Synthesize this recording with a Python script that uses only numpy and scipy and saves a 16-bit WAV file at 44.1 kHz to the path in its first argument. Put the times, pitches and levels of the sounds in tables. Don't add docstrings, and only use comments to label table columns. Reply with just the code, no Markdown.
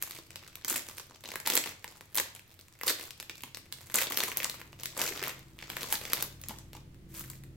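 import sys
import numpy as np
from scipy import signal
from scipy.fft import rfft, irfft
from scipy.io import wavfile
from scipy.ndimage import uniform_filter1d

SR = 44100
rng = np.random.default_rng(int(sys.argv[2]) if len(sys.argv) > 2 else 0)


def log_audio(samples):
    frames = np.atleast_2d(samples).T
    limited = np.clip(frames, -1, 1)
    pcm = np.round(limited * 32767).astype(np.int16)
    wavfile.write(sys.argv[1], SR, pcm)


N = 333411
TIME = np.arange(N) / SR
BELLY_HZ, FILM_HZ, EDGE_HZ = (200, 1000), (1000, 6000), (6000, 17000)
FACETS_HZ = (1000, 14000)
HELD_DB, PUT_DOWN_S = -66.5, 6.6


def undb(db):
    return 10 ** (np.asarray(db) / 20)


def unit(x):
    return x / np.sqrt(np.mean(x ** 2))


def curves(table):
    times, *columns = np.transpose(table)
    return [np.interp(TIME, times, column) for column in columns]


def band(x, edges_hz):
    return signal.sosfilt(signal.butter(3, edges_hz, "band", fs=SR, output="sos"), x)


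def colour(x, points, size=4096):
    hz, db = np.transpose(points)
    grid = np.maximum(np.fft.rfftfreq(size, 1 / SR), 1)
    cepstrum = irfft(np.log(undb(np.interp(np.log(grid), np.log(hz), db))))
    cepstrum[1:size // 2] *= 2
    cepstrum[size // 2 + 1:] = 0
    return signal.oaconvolve(x, irfft(np.exp(rfft(cepstrum)))[None], axes=1)[:, :N]


def diffuse(count, split_hz, bass_side=0.28):
    mid, side = rfft(rng.standard_normal((2, count)))
    width = np.clip(np.fft.rfftfreq(count, 1 / SR) / split_hz, bass_side, 1)
    return unit(irfft((mid + np.array([[1], [-1]]) * width * side) / np.hypot(1, width), count))


def buckle(ring_hz, crack_s=0.00016, flutter_s=0.0031, flutter_db=-12, ring_db=7, ring_q=2.4, size=1024):
    creep_s, lead_s, kick_s, stereo_lag_s = .00016, .0005, .0018, .00003
    t, hz = np.arange(size) / SR - lead_s, np.fft.rfftfreq(size, 1 / SR)
    def crack(age, decay_s):
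        return np.exp(np.where(age < 0, age / creep_s, -age / decay_s))
    delay, share = rng.random(2)
    neighbour = share ** 2 * crack(t - kick_s * delay, crack_s)
    envelope = crack(t, crack_s) + neighbour + undb(flutter_db) * crack(t, flutter_s)
    mid, side = rfft(rng.standard_normal((2, size)) * envelope)
    ear = np.array([[1], [-1]])
    burst = mid + ear * side * 0.66 * hz / (hz + 3000)
    damping = 1j * hz * ring_hz / ring_q
    ring = 1 + undb(ring_db) * damping / (ring_hz ** 2 - hz ** 2 + damping)
    direction = np.exp(1j * np.pi * hz * ear * stereo_lag_s * rng.standard_normal())
    return irfft(burst * ring * direction)


# t/s, level/dB (over 4 ms, pre-EQ), belly/dB and edge/dB re film, f/Hz
SNAP_CUES = [(0.0242, -28, -22, 5, 10700), (0.1022, -58, -13, 5, 12600), (0.187, -42, 1, -13, 4860),
             (0.3053, -43.5, -4, -2, 2360), (0.358, -36, -9, -3.5, 3500), (0.477, -47, -11, 2, 8350),
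             (0.5551, -39, -29, 0, 12900), (0.6473, -30, -11, -2.5, 13200), (0.6812, -31, -11, 11, 7400),
             (0.699, -26, -13, 15, 8200), (0.7585, -30.5, -6, -6, 12700), (0.8861, -37.5, -5.5, -3, 7700),
             (0.9972, -39, -5, -10, 7150), (1.2394, -42.5, -2, -5, 3930), (1.2565, -38.5, -16, -20, 3980),
             (1.2883, -37, -2, -20, 3650), (1.3567, -30, -2.5, -1, 2020), (1.4005, -37.5, -8, 2, 10300),
             (1.4739, -23, -4.5, 2, 12700), (1.5003, -23.5, -6, 3, 13300), (1.5363, -26, -1.5, 2, 12000),
             (1.5533, -20.5, -4, 10, 13600), (1.567, -24, -16, -1, 7900), (1.575, -19.5, -10, 1.5, 7650),
             (1.6391, -32.5, -17, -7, 2940), (1.8431, -35.5, -9.5, -3.5, 1780), (1.878, -43, -14, -7, 8100),
             (2.009, -42.5, -1, -5, 1740), (2.146, -35.5, -7, 4.5, 13100), (2.154, -28.5, -20, 9, 12500),
             (2.1635, -30, -5, 10, 12400), (2.1738, -24.5, -6.5, 3, 12800), (2.1824, -23, -26, -10, 12300),
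             (2.199, -23, -7.5, 5.5, 2030), (2.3503, -43, -8, 1, 10900), (2.3943, -48, -25, -5, 2460),
             (2.5908, -48.5, -6, -6, 3600), (2.8119, -36, -6, -6, 1930), (2.8337, -29.5, -4, 0, 940),
             (2.869, -27, 5, 9.5, 13500), (2.88, -24, -10.5, -6, 4440), (2.885, -30, -7, 1, 2270),
             (2.906, -29, -8, 4, 11600), (3.011, -40, -21, -8, 2880), (3.107, -38, -19, -5, 5740),
             (3.2, -35.5, -11, -4.5, 3660), (3.227, -42.5, -9, -2, 2170), (3.2958, -34, -11.5, -11, 2560),
             (3.3547, -46.5, -12, -5, 3300), (3.435, -34.5, -3, -3.5, 2220), (3.5464, -35.5, -15, -7, 5350),
             (3.5709, -39, -4, 1, 10700), (3.7246, -32.5, -19, -1.5, 3970), (3.899, -42, -5.5, -3, 2000),
             (3.9426, -23.5, -5.5, 4.5, 7600), (3.9564, -21.5, -13, 14, 7840), (3.9862, -26, -26, -7, 2200),
             (4.0208, -27, -16, 0, 2800), (4.07, -32.5, -6, -19, 3800), (4.101, -35, -24, 18, 14000),
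             (4.1214, -29.5, -11, -3, 2770), (4.1731, -22, -12, -1, 13700), (4.2038, -24.5, -9.5, -8, 3780),
             (4.2362, -25, -5.5, 1.5, 11000), (4.317, -33.5, -9, -10, 2330), (4.371, -24.5, -5, 8.5, 11500),
             (4.4308, -31.5, -18, 1, 2070), (4.4441, -24, -29, 0, 7540), (4.497, -30, -12, 0, 3980),
             (4.6148, -40.5, -3.5, -10, 2260), (4.7292, -45, 0, -7, 2200), (4.8338, -33.5, -11, 2, 10200),
             (4.857, -29.5, -30, 0, 4770), (4.9761, -32, 1, 6, 10700), (4.9934, -30.5, -10, -1, 11950),
             (5.016, -23.5, -7.5, -1, 13200), (5.063, -31, -7, 11, 4900), (5.227, -30, -3, -2, 2170),
             (5.2377, -30.5, -26, -6, 2260), (5.2804, -35.5, -14, 15, 13900), (5.5887, -43, -16, -12, 2560),
             (5.624, -42.5, -3, -18, 3200), (5.7, -34.5, -6, -5, 3100), (5.7681, -29.5, -4.5, -4, 1840),
             (5.8313, -31, -6, -3.5, 4100), (5.9253, -22.5, -10, 7, 11200), (5.9534, -30.5, -32, -14, 4660),
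             (6.0525, -34, -9, -8, 3100), (6.1328, -20.5, -12, 2, 10480), (6.2075, -33.5, -3, 0, 5550),
             (6.2244, -25, -7, 5, 12900), (6.4148, -44, -13, 7, 12300), (6.4372, -40, -11, -10, 7050),
             (6.485, -35.5, -24, 6, 10900), (6.586, -44, -18, 1, 6160), (6.7314, -43.5, 0, -3, 3600),
             (6.7505, -41, 9, -6, 1200), (6.9446, -58.5, -10, -1, 2470), (7.3, -39.5, -19, 7, 7200),
             (7.4365, -50, -9, 0.5, 2360)]
def snaps(belly_s=0.0046, sway=0.039, level_window_s=.004):
    out = np.zeros((2, N + SR))
    for s, db, belly_db, edge_db, ring_hz in SNAP_CUES + stray_snaps():
        flip = buckle(ring_hz)
        size = flip.shape[1]
        swaying = sway * abs(flip).max() * rng.standard_normal(size) * np.exp(-np.arange(size) / SR / belly_s)
        belly = undb(belly_db) * unit(band(flip + swaying, BELLY_HZ))
        edge = undb(edge_db) * unit(band(flip, EDGE_HZ))
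        snap = unit(belly + unit(band(flip, FILM_HZ)) + edge)
        start = int(s * SR)
        out[:, start:start + size] += snap * undb(db) * np.sqrt(level_window_s * SR / size)
    return out[:, :N]


def stray_snaps(count=90, lift_db=4, range_db=21.5, ceiling_db=-36.5, belly_trim_db=-5):
    work_db, belly_db, edge_db = handling()
    rings_hz = np.geomspace(*FACETS_HZ, num=100)
    cues = []
    for when, strength, facet in rng.random((count, 3)):
        s = when * PUT_DOWN_S
        i = int(s * SR)
        db = min(work_db[i] + lift_db + range_db * (strength - .5), ceiling_db)
        belly_share_db = belly_db[i] - work_db[i] + belly_trim_db
        cues.append((s, db, belly_share_db, edge_db[i], rings_hz[int(100 * facet)]))
    return cues


# t/s, length/s, level/dB (crackle drive), belly/dB re drive, edge/dB re film
GRIP_CUES = [(0.0, 0.16, -48, -8.5, -0.5), (0.31, 0.32, -63, -6, -11.5), (0.675, 0.094, -30.5, -12.5, 3.5),
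             (0.849, 0.19, -51.5, -7, 0), (1.085, 0.051, -54.5, 3, -10.5), (1.228, 0.11, -48, -1, -5),
             (1.449, 0.118, -33.5, -6.5, -3), (1.644, 0.049, -41, -4, -3.5), (1.825, 0.15, -60, 0, -2),
             (2.146, 0.029, -31.5, -12.5, 4.5), (2.33, 0.042, -51.5, -2, -2), (2.497, 0.12, -65, -11, 5),
             (2.848, 0.054, -29, -13.5, 0), (2.975, 0.088, -48, -6.5, -1), (3.346, 0.10, -53.5, -10, 0),
             (3.71, 0.21, -56, -7.5, 0.5), (3.94, 0.081, -28.5, -9.5, -0.5), (4.095, 0.054, -41, -3.5, -2),
             (4.161, 0.12, -37, -7.5, -0.5), (4.355, 0.091, -40, -6.5, -9), (4.517, 0.094, -51.5, -3, -2),
             (4.777, 0.39, -49, -4.5, -5.5), (4.962, 0.13, -37.5, -5.5, -2.5), (5.142, 0.075, -41, -7, -9),
             (5.207, 0.098, -42.5, -5, -5.5), (5.379, 0.019, -53, -5, -7), (5.588, 0.08, -53, -10, -11),
             (5.688, 0.23, -46.5, -4, -2.5), (5.894, 0.057, -34, -11, 1), (5.996, 0.24, -44.5, -4, -2.5),
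             (6.484, 0.018, -42, -3, -5), (6.736, 0.028, -53.5, -0.5, -7.5), (7.081, 0.29, -56, -13, 3.5),
             (7.133, 0.075, -42, -13.5, 2)]
def handling(attack_s=0.017, release_s=0.019, settle_db=-23, settle_s=0.097):
    aftershock_db, aftershock_s = -15.5, 0.014
    loose_tone_db = (-3.5, -1)
    t = np.linspace(0, TIME[-1], 2500)
    def fade(start_s, decay_s):
        return np.exp(-np.maximum(t - start_s, 0) / decay_s)
    strains = [(undb(HELD_DB) * fade(PUT_DOWN_S, settle_s), *loose_tone_db)]
    for s, db, *_ in SNAP_CUES:
        strains.append((undb(db + aftershock_db) * (t > s) * fade(s, aftershock_s), *loose_tone_db))
    for s, length_s, db, belly_db, edge_db in GRIP_CUES:
        tighten = np.clip((t - s) / attack_s, 0, 1)
        settle = undb(settle_db) * fade(s + length_s, settle_s)
        let_go = np.maximum(fade(s + length_s, release_s), settle)
        strains.append((undb(db) * tighten * let_go, belly_db, edge_db))
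    gain, belly, edge = map(np.array, zip(*strains))
    power = np.sum(gain ** 2, axis=0)
    weight = gain ** 2 / power
    work_db = 10 * np.log10(power)
    return curves(np.column_stack([t, work_db, work_db + belly @ weight, edge @ weight]))


def crackle(creases_per_s=280, light_touch_db=-56, doubling_db=18.5, trim_db=-1, facets=40):
    work_db, belly_db, edge_db = handling()
    rate = creases_per_s * 2 ** ((np.maximum(work_db, HELD_DB) - light_touch_db) / doubling_db)
    sizes = undb(6.5 * np.minimum(rng.standard_exponential(N), 2.8))
    creases = unit((rng.random(N) < rate / SR) * sizes / np.sqrt(rate))
    slips = np.interp(TIME, [5, 6], [0, .55]) * rng.standard_normal(N)
    facet_of = rng.integers(facets, size=N)
    slackness = undb(-0.38 * edge_db)
    swarm = np.zeros((2, N))
    for k, hz in enumerate(np.geomspace(*FACETS_HZ, facets)):
        triggers = (creases + slips) * (facet_of == k) * (slackness if hz < 2500 else 1)
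        swarm += signal.oaconvolve(triggers[None], unit(buckle(hz)), axes=1)[:, :N]
    edge = undb(edge_db) * unit(band(swarm, EDGE_HZ))
    crisp = (unit(band(swarm, FILM_HZ)) + edge) / np.hypot(1, undb(edge_db))
    belly = unit(band(swarm, BELLY_HZ))
    return crisp * undb(work_db + trim_db) + belly * undb(belly_db + trim_db)


# t/s, level/dB (envelope peak), f/Hz
BUMP_CUES = [(0.717, -36.5, 340), (1.471, -28.5, 930), (1.574, -45, 457), (1.844, -40, 925),
             (2.18, -32.5, 980), (2.197, -33.5, 515), (2.907, -33, 474), (3.435, -51, 376),
             (4.017, -35.5, 552), (4.403, -38, 516), (5.048, -41, 485), (5.11, -37.5, 408),
             (5.221, -35, 400), (5.925, -32.5, 860), (6.493, -41, 213), (6.508, -37, 890),
             (6.749, -48, 1146)]
def bumps(rise_at_400hz_s=0.0029):
    out, t = np.zeros(N + SR), np.arange(SR // 8) / SR
    for s, db, hz in BUMP_CUES:
        start = int(s * SR)
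        age = t / rise_at_400hz_s * np.sqrt(hz / 400)
        out[start:start + len(t)] += undb(db) * age * np.exp(1 - age) * np.sin(2 * np.pi * hz * t)
    return out[:N]


# f/Hz, level/dB
WRAPPER_EQ = [(150, -3), (330, -4), (500, -0.5), (760, -6.5), (1050, -3), (1400, -1.5), (2100, 1.5),
              (3200, -1), (5800, -2.5), (7800, 1.5), (9500, -2), (12500, 4), (16000, 0)]
# t/s, level/dB (left minus right)
WRAPPER_PAN = [(0, 0), (5.2, 0.5), (5.8, 0.7), (7.3, 1)]
def wrapper():
    pan_db, = curves(WRAPPER_PAN)
    creases = colour(snaps() + crackle(), WRAPPER_EQ)
    return (creases + bumps()) * undb(np.array([pan_db, -pan_db]) / 2)


def room(x, wet_db=-6, t60_mid_s=0.44, t60_top_s=0.21, build_s=0.0031, early_db=-13, bounces=8):
    t = np.arange(SR // 2) / SR
    noise = diffuse(len(t), split_hz=1380)
    low = signal.sosfilt(signal.butter(2, 6000, fs=SR, output="sos"), noise)
    high = signal.sosfilt(signal.butter(2, 6000, "high", fs=SR, output="sos"), noise)
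    tail = low * undb(-60 * t / t60_mid_s) - high * undb(-60 * t / t60_top_s)
    tail *= 1 - np.exp(-t / build_s)
    response = unit(tail) * undb(wet_db) / np.sqrt(len(t))
    for delay, skew, sign in rng.random((bounces, 3)):
        at = int((0.0024 + .014 * delay) * SR)
        gain = undb(early_db) * np.sign(sign - .5) / np.sqrt(bounces)
        response[0, at] += gain
        response[1, at + int(10 * (skew - .5))] += gain
    return x + signal.oaconvolve(x, response, axes=1)[:, :N]


def shifting_echoes(x, patterns=5, shifts_per_s=45):
    place = (TIME * shifts_per_s).astype(int) % patterns
    return sum(room(x * uniform_filter1d(1. * (place == k), size=128)) for k in range(patterns))


# f/Hz, level/dB (rms with the fader full up)
HUM_TONES = [(53, -59), (92, -62.5), (132.5, -57), (159, -63.5), (185.6, -64), (212.5, -69), (265.3, -68),
             (328, -63)]
# f/Hz, level/dB
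RUMBLE_EQ = [(20, 7.5), (36, -12), (55, 2.5), (130, 12), (220, -2.5), (340, 1.5), (450, -6.5), (800, -19),
             (2000, -45.5)]
# t/s, level/dB
MACHINE_FADER = [(0, -12), (2.6, -19), (3.6, -12), (4.6, -6.5), (5.6, -5.5), (6.5, -2), (7.56, 0)]
def machine(waver_db=1.9, drift_hz=0.52, rumble_db=-55):
    def wander():
        knots = np.linspace(0, TIME[-1], num=40)
        return np.interp(TIME, knots, rng.standard_normal(len(knots)))
    tones = np.zeros(N)
    for hz, db in HUM_TONES:
        amplitude = np.sqrt(2) * undb(db + waver_db * wander())
        phase = 2 * np.pi * np.cumsum(hz + drift_hz * wander()) / SR
        tones += amplitude * np.sin(phase)
    rumble = unit(colour(diffuse(N, split_hz=1200), RUMBLE_EQ)) * undb(rumble_db)
    fader_db, = curves(MACHINE_FADER)
    return (tones + rumble) * undb(fader_db)


# f/Hz, level/dB (relative)
AIR_EQ = [(20, -2.5), (38, -21), (60, -7), (93, 8), (125, -2.5), (170, -8.5), (350, -14.5), (700, -19),
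          (2000, -18), (6000, -26), (16000, -29.5)]
def still_air(rms_db=-62):
    return unit(colour(diffuse(N, split_hz=900), AIR_EQ)) * undb(rms_db)


def scene():
    foley, room_tone = wrapper(), still_air()
    return shifting_echoes(foley) + machine() + room_tone


def record(dry, top_hz=16000):
    return signal.sosfilt(signal.ellip(10, .1, 70, top_hz, fs=SR, output="sos"), dry)


dry = scene()
out = record(dry)
log_audio(out)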